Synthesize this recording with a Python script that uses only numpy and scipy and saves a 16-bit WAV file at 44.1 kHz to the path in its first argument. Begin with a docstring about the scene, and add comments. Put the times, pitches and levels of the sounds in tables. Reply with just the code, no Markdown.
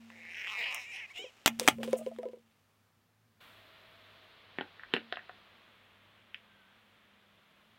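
"""A soft hum and a gritty rustle: a car tyre rolls slowly over plastic lunch boxes on asphalt.
Rubber sticks and slips on the lids, creaking, then squeaking. One box bursts, the air in the tyre rings,
shards skitter and another box tumbles to rest in hollow knocks. An engine idles faintly underneath.
Then the scene changes: over a louder outdoor hiss the tyre squashes two kiwi fruit, whose skins pop wetly."""
import sys
import numpy as np
from scipy import signal
from scipy.fft import rfft, irfft
from scipy.io import wavfile
from scipy.ndimage import uniform_filter1d

SR = 44100
rng = np.random.default_rng(int(sys.argv[2]) if len(sys.argv) > 2 else 0)


def materialize(psi):
    """Save the field psi as 16-bit PCM at rate SR to the path in sys.argv[1].

    A 1-D psi becomes a single channel; in a 2-D psi each row is a channel.
    """
    bounded = np.clip(np.atleast_2d(psi).T, -1, 1)
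    quanta = np.round(bounded * 32767).astype(np.int16)
    wavfile.write(sys.argv[1], SR, quanta)


N = 343098
T = np.arange(N) / SR
RING = T[:SR // 3]  # time axis of one hit

# Outdoor air: the quiet bed throughout, the louder bed by the fruit, its hiss: (frequency [Hz], level [dB])
QUIET_AIR_EQ = [(15, -57), (25, -30.5), (108, -11.5), (137, -19), (157, -8.5), (195, -16.5), (229, -7.5),
                (277, -20), (936, -21.5), (1160, -20), (4490, -30.5), (8140, -37.5), (16000, -35.5)]
FRUIT_AIR_EQ = [(15, -44), (25, -21), (43, -9), (75, -9.5), (102, -7.5), (154, -11), (338, -8.5), (416, -8),
                (642, -5), (806, -8.5), (1120, -5), (3500, -6.5), (4550, -33.5), (7700, -120)]
HISS_EQ = [(2600, -35.5), (3400, -3.5), (4000, -0.5), (4800, -11.5), (6000, -25), (8000, -45)]
# Faders of the air by the fruit: (time [s], bed level [dB], hiss level [dB])
AIR_LEVELS = [(3.4, -58.5, -68.5), (3.6, -61, -70), (5.2, -61.5, -69.5), (6.0, -65, -79.5),
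              (7.78, -68.5, -80.5)]
# Thin high sizzle that fades: (time [s], level [dB])
SIZZLE_LEVELS = [(3.39, -120), (3.41, -68.5), (3.7, -79), (4.3, -83), (4.6, -105)]
# Faint far whines: (centre time [s], length [s], pitch [Hz], level [dB])
WHINES = [(3.95, 0.88, 642, -68.5), (5.501, 0.32, 1160, -74.5), (6.6, 0.29, 1564, -69)]
# Idling engine: (time [s], firing hum level [dB], octave level [dB])
IDLE_LEVELS = [(0, -69.5, -89), (1.7, -87, -92.5), (3.6, -74.5, -91), (5.5, -77, -81), (7.78, -85, -76)]
# Jolts that ring the air in the tyre: (time [s], rise [s], time under strain [s], level [dB])
JOLTS = [(0, 0.0023, 0.2, -56), (1.46, .015, 0.15, -45), (1.69, .11, 0.42, -41.5), (4.935, .01, .01, -53)]
# The wheel thumps down off the boxes: (time [s], level [dB])
DROPS = [(1.46, -55), (1.68, -53)]
# Shards sliding on asphalt: (start [s], length [s], scrape level [dB], hiss level [dB])
SLIDES = [(1.588, 0.11, -48, -54.5), (1.828, .016, -46.5, -56), (1.876, .025, -55.5, -61),
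          (1.91, 0.038, -54, -75), (1.964, 0.015, -65, -51.5), (2.025, .055, -64.5, -70)]
# Knocks of a closed box, low on its base, high on its lid:
# (time [s], level [dB], pitch [Hz], contact tick offset [dB])
KNOCKS = [(1.192, -47.5, 448.5, -30), (1.213, -48.5, 411.4, -30), (1.241, -41.5, 508, -30),
          (1.611, -32, 501, -25), (1.6503, -39.5, 490, -25), (1.7845, -35.5, 516, -19),
          (1.803, -35.5, 535, -26), (1.8433, -39, 483, -22), (1.8765, -35, 513, -12),
          (1.9305, -22, 513, -16), (1.96, -44, 672, -24), (1.9885, -39.5, 614, -22), (2.011, -38, 625, -31),
          (2.0635, -29, 514, -18), (2.1142, -43, 652, -27), (2.1864, -30.5, 494, -19),
          (2.231, -36.5, 653, -17.5), (2.2545, -33.5, 503, -26), (2.287, -41.5, 505, -18),
          (2.3327, -42.5, 493, -20.5), (2.372, -52, 484, -27.5)]
# Modes of that box: (frequency [multiple of the pitch], level [dB], decay [share of the t60])
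BOX_MODES = [(1, 0, 0.85), (.84, -4, 0.52), (1.29, -22, 1), (1.97, -25, 0.96), (4.4, -22, .2)]
# Fruit skin popping: (time [s], level [dB], low cut [Hz], high cut [Hz], tear length [s],
# air pocket pitch [Hz], pocket offset [dB])
POPS = [(4.586, -29, 200, 3020, 0.0017, 398, -18), (4.61, -32, 234, 3440, 0.0037, 842, -3),
        (4.7956, -47.5, 1400, 2130, 0.0044, 1855, 0.5), (4.835, -40.5, 1105, 2210, .0008, 1264, -11),
        (4.9384, -19.5, 197, 4000, 0.00067, 480, -9), (4.965, -27, 257, 3030, 0.0004, 1500, -23),
        (5.1253, -29, 450, 4140, 0.00031, 711, -5.5), (5.1582, -52, 2380, 3800, 0.00076, 3340, -9),
        (5.1582, -49, 2370, 3900, 0.00073, 3370, -9), (5.171, -35, 750, 2430, 0.0014, 720, -8),
        (5.192, -46.5, 1380, 2400, .0015, 1870, -3), (5.2946, -41, 560, 2520, 0.0012, 730, -3),
        (6.3449, -35.5, 2300, 3300, 0.00026, 2600, -8.5)]
# Tone of wet pulp: (frequency [Hz], level [dB])
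PULP_EQ = [(100, 5.5), (250, 9.5), (450, 1.5), (660, -3.5), (850, -2), (1150, -2.5), (1600, 3.5),
           (2300, -3), (3050, 6), (4000, -2), (5700, -13.5), (7000, -23.5), (10500, -8), (15000, -18)]
# Plastic cracking: (time [s], level [dB], bass shelf [dB], treble shelf [dB], fracture length [s])
CRACKS = [(0.102, -48.5, -17, -26, 0.0016), (0.4722, -38.5, -47, -23, 0.0004),
          (0.7457, -36.5, -23, 35, 0.0013), (1.4603, -10.5, -1.5, -2.5, 0.0018),
          (1.4707, -26.5, -6, -5, 0.0011), (1.4749, -24.5, 12, 6.5, .001), (1.4781, -17, -7, 0.5, 0.00075),
          (1.5974, -23, -16, -1, 0.00017), (1.6772, -16, -8, 2.5, 0.00034),
          (1.678, -12, -4.5, -1.5, 0.0014), (1.6847, -9, 9, 4.5, 0.0013), (1.6867, -29, 24, -15.5, .002),
          (1.832, -33.5, -2, -8, 0.003), (1.9311, -40, 11, 3, 0.0002), (2.1628, -55, -3, -14, .0005)]
# Tone of a snap in plastic: (frequency [Hz], level [dB])
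CRACK_EQ = [(30, -34.5), (90, -22), (170, -10.5), (300, 0), (480, -5), (780, 1), (1150, -0.5), (2200, -3),
            (3300, -1), (4300, -8.5), (7500, -9.5), (9000, -13.5), (15500, -19)]
# Modes of the breaking box: (frequency [Hz], level [dB], t60 [s])
SHELL_MODES = [(290, -5.5, 0.035), (750, -3, 0.013), (860, -6.5, .06), (1440, -0.5, 0.02),
               (1700, -13.5, 0.036), (2130, -6.5, .07), (2520, -9.5, 0.086), (2780, -2.5, 0.043),
               (2925, -10, 0.11), (3300, -2, 0.05), (3560, -1, .06), (3890, -0.5, 0.046),
               (5900, -13, 0.085)]
# Slip rate and resonances shift as the box bends:
# (time [s], slip rate [Hz], lid pitch [Hz], lid bandwidth [Hz], box pitch [Hz])
SLIP_TUNING = [(.1, 178.2, 1800, 520, 600), (.21, 168.3, 2155, 430, 590), (.45, 165.1, 2130, 860, 686),
               (.495, 215, 2660, 1000, 1180), (.55, 205, 2240, 560, 1160), (.595, 247.8, 2230, 490, 710),
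               (.623, 195.1, 2380, 620, 704), (.68, 255, 2420, 720, 1010), (.825, 249.7, 2350, 650, 957),
               (.86, 463.4, 2350, 560, 860), (.91, 476.6, 2353, 500, 790), (.95, 336, 2460, 700, 700),
               (1.026, 443, 2287, 620, 850), (1.055, 410.5, 2270, 621, 835)]
# The creak swells as the wheel loads a lid: (time [s], lid level [dB], box offset [dB], rim offset [dB])
CREAK_LEVELS = [(0.11, -62, -7.5, -14), (0.26, -50, -17.5, -21), (0.408, -42, -29, -18),
                (0.466, -40.5, -22, -27), (0.474, -38.5, -18, -24), (0.524, -43, -3.5, -11.5),
                (0.574, -39, -15, -18.5), (0.594, -36, -13.5, -14.5), (0.652, -35.5, -17.5, -20.5),
                (0.754, -41, -7.5, -14.5), (0.792, -42.5, -13.5, -14.5), (0.828, -49.5, -16, -8),
                (0.876, -48, -30, -21), (0.954, -43.5, -18, -14), (1.052, -45.5, -28, -30),
                (1.06, -48.5, -18, -23)]
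# The grip breaks into chatter: (centre time [s], length [s], unevenness [share of a period])
CHATTER = [(.385, 0.069, 0.23), (0.646, .035, .17), (0.75, 0.039, 0.14), (0.979, .06, .09),
           (1.159, .035, .07)]
# Squeaks as the rubber leaves the lid: (start [s], loudest [s], highest [s], end [s], level [dB],
# base slip rate [Hz], top slip rate [Hz], lid pitch [Hz])
SQUEAKS = [(1.062, 1.116, 1.11, 1.135, -51, 779, 1112, 2220),
           (1.134, 1.177, 1.222, 1.312, -42.5, 560, 795, 2744)]
# The one band the lid radiates well, and the sharp tick of the rim: (frequency [Hz], level [dB])
LID_EQ = [(900, -47), (1500, -5.5), (1950, 0), (2900, 2.5), (3350, 3.5), (4200, -19), (6000, -16)]
RIM_EQ = [(600, -22), (1300, -4), (3000, -7), (3700, 11.5), (4500, -2), (5500, 6.5), (6300, -1),
          (7300, -0.5), (9000, -12), (11500, -13), (13500, -11), (16000, -18)]


def undb(db):
    """Decibels to gain."""
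    return np.exp(np.asarray(db) * (np.log(10) / 20))


def curves(table):
    """The columns of a table, joined by straight lines in time."""
    times, *columns = np.transpose(table)
    return [np.interp(T, times, column) for column in columns]


def unit(x):
    """Scale to rms 1."""
    return x / np.sqrt(np.mean(x ** 2))


def packet(x):
    """Scale to the energy of 3 ms at rms 1."""
    return x * np.sqrt(.003 * SR / np.sum(x ** 2))


def even(x):
    """Hold the short-term rms near 1."""
    return x / np.sqrt(uniform_filter1d(x ** 2, SR // 40) + .002)


def fade(t60):
    """Exponential decay of one hit."""
    return np.exp(-np.log(1000) * RING / max(t60, 1e-4))


def mode(hz, t60):
    """One struck resonance: a dying sine."""
    return fade(t60) * np.sin(2 * np.pi * hz * RING)


def envelope(start, release_db_per_s, attack=.01, hold=0, sag_db_per_s=0):
    """Gain that rises, sags while it is held and then dies away."""
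    age = T - start - attack
    fall_db = sag_db_per_s * np.clip(age, 0, hold) + release_db_per_s * np.maximum(age - hold, 0)
    return np.clip((T - start) / max(attack, 1e-3), 0, 1) * undb(-np.minimum(fall_db, 200))


def add(out, start, x):
    """Mix x into out from a start time in seconds."""
    i = max(int(start * SR), 0)
    out[i:i + len(x)] += x[:N - i]


def colour(x, eq, shade=lambda hz: 0, size=4096):
    """Minimum-phase EQ through (frequency [Hz], level [dB]) points, plus an optional shading in dB."""
    hz = np.maximum(np.arange(size // 2 + 1) * SR / size, 1)
    eq_hz, eq_db = np.transpose(eq)
    gain = undb(np.interp(np.log(hz), np.log(eq_hz), eq_db) + shade(hz))
    cepstrum = irfft(np.log(gain))
    cepstrum[1:size // 2] *= 2
    cepstrum[size // 2 + 1:] = 0
    impulse = irfft(np.exp(rfft(cepstrum)))[:size // 2]
    return signal.oaconvolve(x, impulse)[:len(x)]


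def noise(eq):
    """Coloured noise of rms 1."""
    return unit(colour(rng.standard_normal(N), eq))


def walk(rate_hz):
    """Smooth random wander with a spread near 1."""
    step = max(int(SR / rate_hz), 1)
    stairs = np.repeat(rng.standard_normal(N // step + 1), step)[:N]
    return unit(uniform_filter1d(stairs, step))


def burst(length, grit):
    """A sudden release that carries the bass, followed by a quickly dying run of tiny bright tears."""
    tears = packet(rng.standard_normal(len(RING)) * np.exp(-RING / max(length, 1e-4)))
    click = packet(1. * (RING == 0))
    release = colour(click, [(600, 10 * np.log10(1 + grit ** 2)), (1300, 0)])
    return packet(release + grit * colour(tears, [(450, -12), (1000, 0)]))


def underbody_echo(x, db, t60_low, t60_high, treble_db):
    """Add the short diffuse echo from between the road and the underside of the car."""
    low, high = rng.standard_normal((2, len(RING)))
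    low = colour(low * fade(t60_low), [(2500, -2), (6000, -28.5)])
    high = colour(high * fade(t60_high), [(2000, -27.5), (5000, 0)])
    tail = (low + undb(treble_db) * high) * (1 - fade(.012))
    return x + undb(db) * signal.oaconvolve(x, tail / np.sqrt(np.sum(tail ** 2)))[:N]


def outdoor_air(fruit_scene_s=3.4):
    """A quiet bed of open air; a louder hiss and a fading sizzle cut in with the fruit scene."""
    bed_db, hiss_db = curves(AIR_LEVELS)
    loud = noise(FRUIT_AIR_EQ) * undb(bed_db + .5) + noise(HISS_EQ) * undb(hiss_db)
    loud *= undb(.25 * walk(14)) * envelope(fruit_scene_s, 0)
    quiet = noise(QUIET_AIR_EQ) * undb(-73 + .5 * walk(4))
    thin = noise([(3000, -17), (6000, 6), (16000, 1.5)]) * undb(-90)
    sizzle = noise([(3000, -15.5), (5000, -4), (11500, -3), (12800, 1.5), (16000, -1.5)])
    return loud + quiet + thin + sizzle * undb(curves(SIZZLE_LEVELS)[0])


def engine_idle(firing_hz=102):
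    """The firing hum and its octave, wavering in pitch and level."""
    phase = 2 * np.pi * np.cumsum(firing_hz * (1 + .03 * walk(12))) / SR
    return sum(np.sqrt(2) * undb(db + 2 * walk(9.1)) * np.sin(harmonic * phase)
               for harmonic, db in enumerate(curves(IDLE_LEVELS), 1))


def far_whines():
    """Faint unsteady tones that fade in and out."""
    phase_per_hz = 2 * np.pi * np.cumsum(1 + .031 * walk(54)) / SR
    return sum(undb(db) * np.exp(-(2 * (T - centre) / length) ** 4) * np.sin(hz * phase_per_hz)
               for centre, length, hz, db in WHINES)


def tread(load, grain_db=2):
    """Rubber rustles on road grit until the wheel rolls away, and more where it bears on the plastic."""
    rustle = noise([(100, -13.5), (350, -3), (700, 0), (1500, -2.5), (2800, 1), (4500, -9.5),
                    (7000, -12), (10000, -21.5), (16000, -26.5)])
    grain = unit(undb(grain_db * walk(900)))
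    rolling = undb(-64.5) * envelope(0, release_db_per_s=34, hold=1.6)
    return rustle * grain * np.hypot(rolling, undb(-20.5) * load)


def tyre(cavity_hz=228.6, waver_db=1.2):
    """The air inside the tyre hums after each jolt, and its rubber wall rumbles as it drops."""
    jolts = [undb(db) * envelope(start, release_db_per_s=86.5, attack=rise, hold=hold, sag_db_per_s=28)
             for start, rise, hold, db in JOLTS]
    level = np.max(jolts, axis=0) * undb(waver_db * walk(22))
    hum = np.sqrt(2) * level * np.sin(2 * np.pi * cavity_hz * T)
    rumble = noise([(30, -20.5), (70, -8.5), (125, .5), (180, -4.5), (300, -14), (700, -39)])
    thumps = sum(undb(db) * envelope(start, release_db_per_s=50) for start, db in DROPS)
    return hum + rumble * thumps


def skitter(grain_db=3):
    """Shards scrape over the grit of the road while fine splinters settle."""
    splinters = undb(-58.5) * envelope(1.8, release_db_per_s=28)
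    scrape_gain, hiss_gain = splinters, splinters * undb(-13)
    for start, length, scrape_db, hiss_db in SLIDES:
        slide = envelope(start, release_db_per_s=480, attack=.0054, hold=length)
        scrape_gain = np.maximum(scrape_gain, undb(scrape_db) * slide)
        hiss_gain = np.maximum(hiss_gain, undb(hiss_db) * slide)
    scrape = noise([(40, -16), (130, -.5), (400, 1), (1200, -3.5), (2000, -2.5), (2900, 1),
                    (4300, -8.5), (6000, -11), (10000, -21)])
    hiss = noise([(4000, -30.5), (6500, -5), (9000, 1), (11500, -11), (15500, -8)])
    return (scrape * scrape_gain + hiss * hiss_gain) * unit(undb(grain_db * walk(600)))


def tumble(t60=.098, ring_db=5, rattle_db=2.5):
    """A box bounces and rocks on base and lid; each contact ticks, and its softness lets the modes swell in."""
    knocks, ticks = np.zeros((2, N))
    swell = 1 - fade(.019)
    for start, db, pitch, tick_db in KNOCKS:
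        ring = sum(undb(mode_db) * mode(pitch * ratio, t60 * share) for ratio, mode_db, share in BOX_MODES)
        add(knocks, start, undb(db + ring_db) * ring * swell)
        tick = colour(burst(.00092, grit=2.1), CRACK_EQ, lambda hz: -8 / (1 + (4500 / hz) ** 4))
        add(ticks, start, undb(db + tick_db) * packet(tick))
    knocks *= undb(rattle_db * walk(110))  # the rough road keeps nudging the rolling rim
    return knocks + underbody_echo(ticks, db=-9.5, t60_low=.12, t60_high=.057, treble_db=2)


def fruit_pops(fizz_db=-24, fizz_s=.016, fizz_lag_s=.0097, pocket_cycles=22):
    """Skins split with soft pops that ring small air pockets; juice fizzes out around each."""
    out = np.zeros(N)
    middle = RING[-1] / 2
    fizz_shape = np.exp(-np.abs(RING - middle) / fizz_s)
    for start, db, low_hz, high_hz, length, pocket_hz, pocket_db in POPS:
        # wet pulp muffles the top; only the hardest pops leak some treble
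        leak = undb(db - 13)
        muffle = lambda hz: 20 * np.log10((1 / (1 + (hz / high_hz) ** 8) + leak) / (1 + (low_hz / hz) ** 4))
        pocket = packet(colour(mode(pocket_hz, pocket_cycles / pocket_hz), PULP_EQ, muffle))
        tear = packet(colour(burst(length, grit=.86), PULP_EQ, muffle))
        add(out, start, undb(db) * (tear + undb(pocket_db) * pocket))
        spatter = rng.standard_normal(len(RING)) * undb(3.7 * rng.exponential(size=len(RING)))
        juice = unit(colour(spatter, PULP_EQ, muffle))
        add(out, start - middle + fizz_lag_s, undb(db + fizz_db) * juice * fizz_shape)
    return underbody_echo(out, db=-2, t60_low=.16, t60_high=.15, treble_db=4)


def cracks(bass_hz=700, treble_hz=4500):
    """Brittle fractures and hard taps, each ringing the shell of the box."""
    snaps = np.zeros(N)
    for start, db, bass_db, treble_db, length in CRACKS:
        shelves = lambda hz: bass_db / (1 + (hz / bass_hz) ** 2) + treble_db / (1 + (treble_hz / hz) ** 4)
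        add(snaps, start, undb(db) * packet(colour(burst(length, grit=1.9), CRACK_EQ, shelves)))
    shell = sum(undb(db) * mode(hz, t60) for hz, db, t60 in SHELL_MODES)
    ringing = undb(-11) / 2 * signal.oaconvolve(snaps, shell / np.sqrt(np.sum(shell ** 2)))[:N]
    return underbody_echo(snaps + ringing, db=-12.5, t60_low=.11, t60_high=.057, treble_db=6.5)


def grip(swell_db=21, wobble_hz=22, wobble_depth=.045, edge_s=.012):
    """Control curves of rubber on the lid: a long creak, then squeaks that arch in level and pitch."""
    lid_db, box_db, rim_db = curves(CREAK_LEVELS)
    slip_hz, lid_hz, width_hz, box_hz = curves(SLIP_TUNING)
    for start, loudest, highest, end, db, base_hz, top_hz, pitch in SQUEAKS:
        on = (T >= start) & (T < end)
        t = T[on]
        arch = np.exp(-np.square((t - highest) / (.25 * (end - start))))
        wobble = 1 + wobble_depth * np.sin(2 * np.pi * wobble_hz * (t - start))
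        slip_hz[on] = (base_hz + (top_hz - base_hz) * arch) * wobble
        lid_db[on] = db - swell_db * np.interp(t, [start, loudest, end], [1, 0, 1]) ** 1.4
        lid_hz[on], width_hz[on], box_hz[on] = pitch, .3 * pitch, slip_hz[on]
        box_db[on], rim_db[on] = -15, -14
    first_touch, last_touch = SLIP_TUNING[0][0], SQUEAKS[-1][3]
    load = undb(lid_db) * np.clip(np.minimum(T - first_touch, last_touch - T) / edge_s, 0, 1)
    chatter = sum(amount * np.exp(-np.square(2 * (T - centre) / length))
                  for centre, length, amount in CHATTER)
    uneven = .062 * 200 / slip_hz + chatter  # faster slips lock in more evenly
    slip_hz *= 1 + 3 * chatter
    width_hz += 1300 * chatter  # chatter rings a wider band of the lid
    return load, slip_hz, uneven, lid_hz, width_hz, box_hz, box_db, rim_db


def stick_slip(slip_hz, uneven, roughness, end, max_slips=2000):
    """Rubber grabs and lets go, irregularly where the grip is rough: time, size and detune of each slip."""
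    draws = rng.standard_normal((max_slips, 4))
    times, now = [], SLIP_TUNING[0][0]
    for jitter in draws[:, 0]:
        if now >= end:
            break
        times.append(now)
        i = int(now * SR)
        now += max(1 + uneven[i] * jitter / 2, .3) / slip_hz[i]
    _, size_jitter, lag_jitter, pitch_jitter = draws[:len(times)].T
    rough = np.interp(times, T, roughness)
    period = 1 / np.interp(times, T, slip_hz)
    size = undb(2.5 * rough * size_jitter) * np.sqrt(period * SR)
    detune = 1 + .082 * rough * pitch_jitter
    # where the grip is uneven, a second patch of rubber lets go part way through the cycle
    second_times = times + period * (.5 + .1 * lag_jitter)
    return np.r_[times, second_times], np.r_[size, size * rough * .53], np.tile(detune, 2)


def slip_rings(times, size, hz, width_hz, samples=320):
    """One short swelling and dying ring per slip, each with its own pitch and bandwidth."""
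    at = (times * SR).astype(int)[:, None] + 1 + np.arange(samples)
    age = at / SR - times[:, None]
    swell = 2 * np.pi * np.maximum(width_hz, 100)[:, None] * age
    ring = swell ** 3 * np.exp(-swell) * np.sin(2 * np.pi * hz[:, None] * age)
    ring *= size[:, None] / np.sqrt(np.sum(ring ** 2, axis=1, keepdims=True))
    return np.bincount(at.ravel(), ring.ravel(), N)[:N]


def rim_ticks(times, size, roughness, shift_db=5):
    """Each slip ticks on the rim; the contact moves along it, so its bands come and go."""
    clicks = np.bincount(np.round(times * SR).astype(int), size, N)[:N]
    grit = .17 * roughness * rng.standard_normal(N) * signal.oaconvolve(clicks, fade(.0032))[:N]
    ticks = colour(clicks + grit, RIM_EQ)
    edges_hz = np.geomspace(2500, 17000, 9)
    bands = [signal.butter(3, band, "band", fs=SR, output="sos") for band in zip(edges_hz, edges_hz[1:])]
    return sum(signal.sosfilt(band, ticks) * undb(shift_db * walk(13.9)) for band in bands)


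def creak(load, slip_hz, uneven, lid_hz, width_hz, box_hz, box_db, rim_db, box_width_hz=430):
    """Each slip of the rubber kicks lid, box and rim; fast even slips merge into a squeak."""
    roughness = np.clip(uneven * 10, 0, 1)
    times, size, detune = stick_slip(slip_hz, uneven, roughness, end=T[load > 0][-1])
    lid_hz, width_hz, box_hz = (np.interp(times, T, curve) for curve in (lid_hz, width_hz, box_hz))
    lid = even(colour(slip_rings(times, size, lid_hz * detune, width_hz), LID_EQ))
    box = even(slip_rings(times, size, box_hz, np.full(len(times), box_width_hz))) * undb(box_db - 1)
    rim = even(rim_ticks(times, size, roughness)) * undb(rim_db + 1.5)
    return underbody_echo(load * (lid + box + rim), db=-16, t60_low=.11, t60_high=.046, treble_db=-4.5)


def scene():
    """All sources in mono, heard from near the road."""
    load, *slipping = grip()
    boxes = tread(load) + creak(load, *slipping) + cracks() + tyre() + tumble() + skitter()
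    return (boxes + fruit_pops() + outdoor_air() + engine_idle() + far_whines())[None]


def record(dry, ceiling=.55, top_hz=15900):
    """Soft clipping rounds the loudest cracks, and a steep low-pass cuts the top."""
    low_pass = signal.ellip(10, .2, 70, top_hz, fs=SR, output="sos")
    return signal.sosfilt(low_pass, ceiling * np.tanh(dry / ceiling))


dry = scene()
out = record(dry)
materialize(out)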